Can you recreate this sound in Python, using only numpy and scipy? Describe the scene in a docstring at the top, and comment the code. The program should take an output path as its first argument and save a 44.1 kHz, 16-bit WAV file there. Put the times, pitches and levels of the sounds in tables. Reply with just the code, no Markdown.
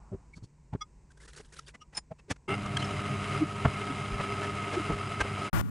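"""Spoon and jug work over the glass bowl of a stand mixer: dull knocks, taps, ringing clinks.
From 1.1 s water gulps and trickles onto flour. At 2.3 s the head clunks down; at 2.5 s the motor jolts
into mains hum, wavering gear whine and housing rush. From 3.4 s the hook bumps and groans in the dough.
At 5.5 s the sound drops out briefly, then returns as a wide hum with a short hiss on the left."""
import sys
import numpy as np
from scipy.fft import rfft, irfft
from scipy.io import wavfile
from scipy.ndimage import map_coordinates

SR = 44100
rng = np.random.default_rng(int(sys.argv[2]) if len(sys.argv) > 2 else 0)


def store_pcm(level_fs):
    """Save levels as 16-bit WAV."""
    pcm = np.round(np.clip(level_fs, -1, 1) * 32767).astype(np.int16)
    wavfile.write(sys.argv[1], SR, np.atleast_2d(pcm).T)


N = 251370
T = np.arange(N) / SR
HZ = np.fft.rfftfreq(N, 1 / SR)
START_S, SURGE_END_S = 2.478, 2.558
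PULL_HZ = 100  # magnetic pull, twice per mains cycle

# contact registers (thud, body, clack, tick): low_hz, high_hz
REGISTERS = [(70, 180), (220, 1220), (1100, 2580), (3500, 7500)]
# light contact, per register: level_db
TAP_TONE_DB = [-13.5, -6.5, -1.5, -2]


def motor():
    """Rush, whine and hum follow one effort curve; the starting surge lifts rush and hum."""
    # motor load: time_s, effort_db
    load = [(2.6, -45), (2.72, -43.0), (2.88, -40), (3.1, -40.5), (3.36, -37.5), (3.47, -44.0),
            (3.6, -42.5), (3.88, -40.0), (4.03, -42), (4.2, -39.5), (4.43, -39.5), (4.53, -41.5),
            (4.72, -38.5), (5.02, -41.5), (5.35, -41.5), (5.44, -38.5)]
    effort_db = curve(load) - np.mean(load, axis=0)[1]
    surge = gate(0, SURGE_END_S, 0.012)
    running = rush(effort_db, surge) + gear_whine(effort_db) + hum(effort_db, surge)
    return running * gate(START_S, 6, 0.014)


def hum(effort_db, surge):
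    """Mains hum whose harmonics waver slightly, over a low rumble."""
    # pull harmonics: multiple, level_db
    harmonics = [(1, -3), (2, -6.5), (3, -13.5), (4, -18.5), (6, -20), (7, -17)]
    # rumble spectrum: freq_hz, density_db
    rumble = [(20, -16), (45, -17.5), (75, -9), (115, -3), (140, 4), (170, -9), (240, -10), (330, -26),
              (600, -69)]
    phase = 2 * np.pi * PULL_HZ * T + 0.075 * wobble(7)
    tone = sum(amp(db + 1.1 * wobble(12)) * np.sin(k * phase + 0.33 * wobble(14)) for k, db in harmonics)
    settled = gate(3.42, 6, 0.11)  # hook has broken into the dough
    level_db = -37 + 0.085 * effort_db - 2.7 * settled + 3 * surge
    return amp(level_db) * (np.sqrt(2) * tone + amp(-2.5) * noise(colour(rumble)))


def rush(effort_db, surge):
    """Brushes and gear teeth chatter, hiss and ring in the housing."""
    # housing rush spectrum: freq_hz, density_db
    rush_spectrum = [(130, -31), (230, -8), (330, -11), (420, -8), (530, -15), (620, -6), (850, -13.5),
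                     (1100, -8.5), (1350, -8.5), (1700, -14), (2200, -11.5), (2900, -13), (3400, -22),
                     (5000, -44)]
    # brush hiss spectrum: freq_hz, density_db
    brush_spectrum = [(2060, -26), (3500, -4.5), (3910, 4), (4410, -4), (5000, 0), (5580, -5.5),
                      (6650, -3.5), (8850, -6.5), (10200, -7), (11900, -12), (13000, -57)]
    # housing resonances: centre_hz, half_width_hz, level_db
    modes = [(402.6, 16.2, -7), (720, 57, -12.5), (940, 15, -17), (1277, 67, -4.5), (1540, 51, -50),
             (2124, 90, -9), (2693, 33, -17), (3080, 330, -15), (4936, 40, -23), (8670, 360, -25.5)]
    chatter_db = 1.1 * wobble(350) + 0.8 * wobble(30) + 0.5 * np.sin(2 * np.pi * PULL_HZ * T)
    mode_power = sum((amp(db) * unit(1 / (1 + ((HZ - hz) / half_hz) ** 2))) ** 2
                     for hz, half_hz, db in modes)
    housing = amp(-4) * noise(colour(rush_spectrum)) + amp(-3.5) * ticks(np.sqrt(mode_power), per_s=900)
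    brush_gain = colour(brush_spectrum)
    brushes = amp(-2.5) * noise(brush_gain) + amp(-9) * ticks(brush_gain, per_s=1100)
    housing_db = -38 + 0.79 * effort_db + 8 * surge
    brush_db = -52 + 0.78 * effort_db + 4 * surge
    return unit(amp(chatter_db)) * (amp(housing_db) * housing + amp(brush_db) * brushes)


def gear_whine(effort_db):
    """Meshing teeth: one wavering tone, louder with effort."""
    # gear mesh: time_s, pitch_hz
    mesh = [(2.6, 1262), (2.95, 1267), (3.15, 1242), (3.4, 1259), (4.3, 1279), (4.7, 1249), (4.95, 1277),
            (5.1, 1265)]
    phase = 2 * np.pi * np.cumsum(curve(mesh) + 7 * wobble(25)) / SR
    return amp(-46 + 0.82 * effort_db) * unit(amp(2.1 * wobble(40)) * np.sin(phase))


def jolt():
    """Inrush current shakes the head until the shaft is up to speed."""
    # buzzing parts: pitch_hz, level_db
    parts = [(400, -35), (690, -53), (810, -43.5), (1310, -36.5), (2110, -38.5), (2740, -41.5)]
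    shaking = 1 + 0.41 * np.sin(2 * np.pi * PULL_HZ * T)
    buzz = sum(amp(db) * np.sin(2 * np.pi * hz * T + 1.06 * wobble(70)) for hz, db in parts)
    return gate(START_S, SURGE_END_S, 0.01) * shaking * buzz


def bumps():
    """The hook shoves dough against the bowl; the machine rocks on its feet."""
    # hook blows: centre_s, half_length_s, level_db, tilt_db_per_octave, ring_hz
    shoves = [(3.657, 0.0043, -22, -5, 151), (4.206, 0.009, -34.5, -2, 146), (4.444, 0.011, -43.5, 1, 1750),
              (4.744, 0.013, -39.5, 1.5, 459.8), (4.907, 0.0093, -34.5, -6, 309),
              (5.212, .0062, -30.5, 1.8, 1590), (5.252, 0.0024, -38, -4, 440)]
    # rocking: centre_s, half_length_s, pitch_hz, level_db
    rocks = [(3.679, 0.0082, 86, -25), (4.138, 0.014, 52, -29.5), (4.931, 0.013, 55, -31),
             (5.222, 0.01, 62, -30)]
    tone_db = [-7.5, 1.5, -2.5, -15]  # per register
    noises = register_noises()
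    blows = sum(contact(noises, s, half_s, db + tilted(tone_db, tilt, pivot_hz=506), hz, db - 3.5)
                for s, half_s, db, tilt, hz in shoves)
    rocking = sum(amp(db) * bell(T - s, half_s) * np.sin(2 * np.pi * hz * (T - s))
                  for s, half_s, hz, db in rocks)
    return blows + rocking


def groans():
    """Wet dough sticks and slips under the hook: short low notes."""
    # dough rubs: centre_s, half_length_s, pitch_hz, level_db
    rubs = [(3.426, 0.009, 308.5, -15.5), (3.908, 0.0074, 273, -26.5), (4.776, 0.0056, 358, -19.5),
            (4.804, 0.0063, 306, -27)]
    out = np.zeros(N)
    for s, half_s, hz, db in rubs:
        t = T - s
        out += amp(db - 3) * bell(t, half_s) * np.sin(2 * np.pi * hz * t * (1 - 0.18 * t))
    return out


def clinks():
    """The spoon strikes the bowl and scrapes on; flour damps the glass, fingers damp the steel."""
    # spoon strikes: start_s, bowl_db, spoon_db, tilt_db_per_octave
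    strikes = [(0.807, -33.5, -73, -0.5), (1.809, -47.5, -72, -13), (1.944, -70, -44.5, -15),
               (1.966, -59, -30.5, 1)]
    # glass modes: pitch_hz, level_db, t60_s
    bowl_modes = [(1242, 0, 0.049), (2150, -12, 0.045), (3374, -4, 0.035), (4980, -11, 0.038),
                  (5730, -8, 0.028), (5960, -17, 0.033)]
    # steel modes: pitch_hz, level_db, t60_s
    spoon_modes = [(5110, -0.5, 0.048), (5260, -1, 0.032), (7120, -8.5, 0.058), (8000, -30, 0.046),
                   (9200, -5, 0.046)]
    out, noises = np.zeros(N), register_noises()
    for s, bowl_db, spoon_db, tilt in strikes:
        glass = amp(bowl_db) * ring(bowl_modes, tilt, rise_s=0.0081)
        steel = amp(spoon_db) * ring(spoon_modes, tilt, rise_s=0.0057)
        out[int(s * SR):][:len(glass)] += glass + steel
        scrape_db = max(bowl_db - 23.5, spoon_db - 10.5)
        out += contact(noises, s + 0.013, half_s=0.007, levels_db=scrape_db + np.array(TAP_TONE_DB),
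                       ring_hz=845, ring_db=scrape_db - 7.5)
    return out


def knocks():
    """Spoon, jug and mixer head hit bowl and counter; softer touches are mostly thud."""
    # heavy contacts: centre_s, half_length_s, level_db, tilt_db_per_octave, ring_hz, ring_db
    hits = [(0.127, 0.0063, -61, -10.5, 587, -53), (0.142, .01, -57.5, -10, 386, -43.5),
            (0.378, .007, -59.5, -7.5, 252, -59), (0.435, 0.0087, -64, -7.5, 106, -47),
            (0.737, 0.0049, -44.5, -6.5, 860, -50), (0.754, 0.0048, -47.5, -9, 395, -43.5),
            (1.404, 0.0068, -57.5, -1, 430, -55), (2.119, 0.0058, -51.5, -5.5, 640, -44),
            (2.29, 0.0051, -65.5, -1.5, 400, -55), (2.313, 0.0069, -34, -0.8, 278, -40.5)]
    # heavy contact, per register: level_db
    tone_db = [0, -1, 1, -1]
    noises = register_noises()
    return sum(contact(noises, s, half_s, db + tilted(tone_db, tilt, pivot_hz=446), hz, ring_db)
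               for s, half_s, db, tilt, hz, ring_db in hits)


def taps():
    """Steel, glass and plastic tap and rattle lightly."""
    # light contacts: centre_s, half_length_s, level_db, tilt_db_per_octave, ring_hz, ring_db
    hits = [(0.341, 0.0044, -74, 3, 2230, -56), (0.371, 0.011, -74, 8, 4470, -71),
            (0.444, 0.0084, -79.5, 11.5, 4430, -72), (1.594, .0024, -49.5, 4, 1297, -44.5),
            (1.751, 0.006, -53.5, -3, 1996, -57), (1.82, .008, -76, 5.5, 2870, -62.5),
            (1.821, .007, -84, -4, 5670, -65), (1.937, .006, -59, -4, 1970, -70),
            (2.196, 0.0064, -61.5, -3, 2630, -69), (2.365, .003, -60.5, -2, 1390, -67),
            (2.663, 0.0036, -42, -4, 1200, -38.5), (2.772, 0.0021, -32.5, 0, 3210, -31),
            (2.773, 0.0027, -53, -3, 1620, -36), (2.802, 0.0096, -44, -3.5, 4100, -50.5),
            (2.827, 0.0051, -48, 1, 3050, -40.5), (2.85, 0.0063, -44, -4, 5260, -52)]
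    noises = register_noises()
    return sum(contact(noises, s, half_s, db + tilted(TAP_TONE_DB, tilt, pivot_hz=1670), hz, ring_db)
               for s, half_s, db, tilt, hz, ring_db in hits)


def pour(start_s=1.3, end_s=1.72, bubble_count=500):
    """Water lands on spoon and flour: gulps trap ringing air; the flow drives bubbles and spray."""
    # gulps from the jug: start_s, length_s, level_db, pocket_hz
    gulps = [(1.103, 0.016, -59, 1500), (1.17, 0.015, -62, 1500), (1.2, 0.035, -56, 1960),
             (1.234, 0.025, -56, 1650), (1.275, .024, -55.5, 1840), (1.329, 0.023, -59, 4000),
             (1.36, 0.026, -53.5, 4400), (1.393, 0.019, -61, 1940), (1.444, 0.0096, -68, 4100),
             (1.521, 0.03, -57.5, 1800), (1.562, 0.033, -56, 3800), (1.662, 0.014, -59, 4600),
             (1.677, 0.015, -53, 3500)]
    # spray spectrum: freq_hz, density_db
    splash = [(180, -26), (300, -8), (428, -1), (757, -19), (1540, -4.5), (2230, -16.5), (4070, -14.5),
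              (8810, -13.5), (12000, -26), (15600, -64), (22000, -120)]
    drain_s, pocket_s, glide_per_s = 0.0066, 0.004, 3.1
    flow = amp(-71.5) * gate(start_s, end_s, 0.012)  # thin stream between gulps
    t = np.arange(SR // 30) / SR
    bubbles, gurgles = np.zeros(N), np.zeros(N)
    for s, length_s, db, pocket_hz in gulps:
        flow += amp(db) * gate(s, 6, 0.0056) * np.exp(-np.maximum(T - s - length_s, 0) / drain_s)
        gurgle = t * np.exp(-t / pocket_s) * np.sin(2 * np.pi * pocket_hz * t * (1 + glide_per_s * t))
        gurgles[int(s * SR):][:len(t)] += amp(db - 11) * unit(gurgle)
    for when, pitch, size in rng.random((bubble_count, 3)):
        s, hz = start_s + when * (end_s - start_s), 1400 * 8 ** pitch
        bubble = np.exp(-t * hz / 5) * np.sin(2 * np.pi * hz * t)
        bubbles[int(s * SR):][:len(t)] += amp(12 * size ** 2) * unit(bubble)
    bubbles = unit(bubbles) * np.sqrt((end_s - start_s) * SR / N)  # rms 1 during the stream
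    spray = amp(-3.5 + 3.2 * wobble(140)) * noise(colour(splash))
    return gurgles + flow * (amp(-2) * bubbles + spray)


def wide_hum(start_s=5.529, burst_end_s=5.615):
    """Hum in opposite phase left and right; opens with hiss and whine left, a thump right."""
    # hiss spectrum: freq_hz, density_db
    hiss_spectrum = [(150, 2), (300, -1.5), (480, -5.5), (900, -6.5), (1350, -4.5), (1900, -10.5),
                     (4000, -22.5), (15000, -23.5)]
    burst = gate(start_s, burst_end_s, 0.0014)
    drone = np.sqrt(2) * np.sin(2 * np.pi * PULL_HZ * T + 0.3 * wobble(30))
    shake = noise(band(162.5, 200, order=6)) * (0.4 * burst + 0.64)
    whine = sum(np.sin(2 * np.pi * hz * T + 0.44 * wobble(60)) for hz in (1150, 1280, 1420))
    hiss = noise(colour(hiss_spectrum)) + amp(-8.5) * whine
    floor = amp(-62) * noise(band(200, 910, order=2))
    thump = amp(-38) * burst * noise(band(20, 70))
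    left = amp(-28.5) * shake - amp(-35.5) * drone + hiss * (amp(-29.5) * burst + amp(-47))
    right = drone * (amp(-32.5) + amp(-33) * burst) - amp(-38.5) * shake + floor + thump
    return np.array([left, right]) * gate(start_s, 6, 0.0014)


def rustle():
    """A hand moves the jar away: soft, fading noise."""
    return amp(-63) * gate(-1, 0.39, 0.44) * noise(band(810, 940))


def room():
    """Quiet kitchen air with a faint low drone."""
    # air spectrum: freq_hz, density_db
    spectrum = [(20, -5), (55, 11.5), (90, -6), (150, -1.5), (210, -8.5), (450, -16.5), (696, -26),
                (990, -16.5), (1200, -30), (2400, -29.5), (3350, -41.5), (5000, -35), (8000, -30.5),
                (9500, -43), (13000, -59)]
    # air loudness: time_s, level_db
    levels = [(0, -55), (0.25, -56), (0.55, -59), (1.0, -57), (2.0, -59), (2.45, -58)]
    drone = amp(-63.5 + 1.5 * wobble(11)) * np.sin(2 * np.pi * 146 * T + 1.6 * wobble(13))
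    return amp(curve(levels)) * noise(colour(spectrum)) + drone


def contact(noises, centre_s, half_s, levels_db, ring_hz, ring_db):
    """One blow: a noise swell in four registers and a rough ringing note."""
    out = np.zeros(N)
    span = slice(max(int((centre_s - 0.06) * SR), 0), int((centre_s + 0.12) * SR))
    t = T[span] - centre_s
    tail = amp(-30) * (t > 0) * np.exp(-np.abs(t / half_s) / 3)
    swell = bell(t, half_s) + tail
    bursts = noises[:, span] * swell
    bursts *= np.sqrt(np.sum(swell ** 2) / np.sum(bursts ** 2, axis=1, keepdims=True))  # equal energy
    note = np.sin(2 * np.pi * ring_hz * t + 0.46 * noises[0, span])
    out[span] = amp(levels_db) @ bursts + amp(ring_db + 7.5) * swell * note
    return out


def ring(modes, tilt_db_per_octave, rise_s):
    """Damped modes, roughened by the sliding contact."""
    t = np.arange(SR // 4) / SR
    decay_s = np.maximum(t - 2 * rise_s, 0)
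    tone = np.zeros(len(t))
    for hz, db, t60_s in modes:
        level_db = db + tilt_db_per_octave * np.log2(hz / modes[0][0]) - 60 * decay_s / t60_s
        phase = 2 * np.pi * (hz * t + rng.random()) + 0.052 * wobble(340)[:len(t)]
        tone += amp(level_db) * np.sin(phase)
    return tone * (1 - np.exp(-(t / rise_s) ** 2))


def register_noises():
    """One noise per register."""
    return np.array([noise(band(low_hz, high_hz)) for low_hz, high_hz in REGISTERS])


def tilted(tone_db, db_per_octave, pivot_hz):
    """Register levels in dB, tilted about a pivot."""
    centres_hz = np.sqrt(np.prod(REGISTERS, axis=1))
    return np.array(tone_db) + db_per_octave * np.log2(centres_hz / pivot_hz)


def ticks(gain, per_s):
    """Random tiny impacts, shaped by a gain per frequency; rms 1."""
    impacts = (rng.random(N) < per_s / SR) * rng.standard_normal(N)
    return unit(filtered(impacts, gain))


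def noise(gain):
    """Noise shaped by a gain per frequency; rms 1."""
    return unit(filtered(rng.standard_normal(N), gain))


def filtered(x, gain):
    """Apply a gain per frequency."""
    return irfft(rfft(x) * gain, N)


def colour(points):
    """Gain per frequency from (freq_hz, level_db) points, log axis."""
    hz, db = np.transpose(points)
    return amp(np.interp(np.log(HZ + 1), np.log(hz), db))


def band(low_hz, high_hz, order=4):
    """Band-pass gain."""
    return 1 / np.sqrt((1 + (low_hz / (HZ + 1)) ** (2 * order)) * (1 + (HZ / high_hz) ** (2 * order)))


def curve(points):
    """(time_s, value) points interpolated per sample."""
    return np.interp(T, *np.transpose(points))


def wobble(knots_per_s):
    """Smooth random curve."""
    return map_coordinates(rng.standard_normal(int(N * knots_per_s / SR) + 4), [T * knots_per_s])


def gate(start_s, end_s, ramp_s):
    """Window with linear ramps inside its ends."""
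    return np.clip((T - start_s) / ramp_s, 0, 1) * np.clip((end_s - T) / ramp_s, 0, 1)


def bell(t, half_s):
    """Gaussian swell, height 1 at t = 0."""
    return np.exp(-(t / half_s) ** 2 / 2)


def amp(db):
    """Decibels to gain."""
    return 10 ** (np.asarray(db) / 20)


def unit(x):
    """Scale to rms 1."""
    return x / np.sqrt(np.mean(x ** 2) + 1e-30)


def scene(dropout_s=5.5):
    """Close and nearly mono up to the dropout; wide after it."""
    kitchen = room() + rustle() + knocks() + taps() + bumps() + clinks() + pour() + groans()
    mono = (kitchen + jolt() + motor()) * gate(-1, dropout_s, 0.023)
    mono = filtered(mono, band(12, 10890, order=24))  # dull top octave
    side = amp(-51) * filtered(mono, band(5000, 13000) * 1j)  # treble shifted 90 degrees
    return np.array([mono + side, mono - side]) + wide_hum()


def record(dry, top_hz=15800):
    """Short edge fades and a band limit."""
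    return filtered(dry * gate(0, N / SR, 0.002), np.clip((top_hz - HZ) / 300, 0, 1))


dry = scene()
out = record(dry)
store_pcm(out)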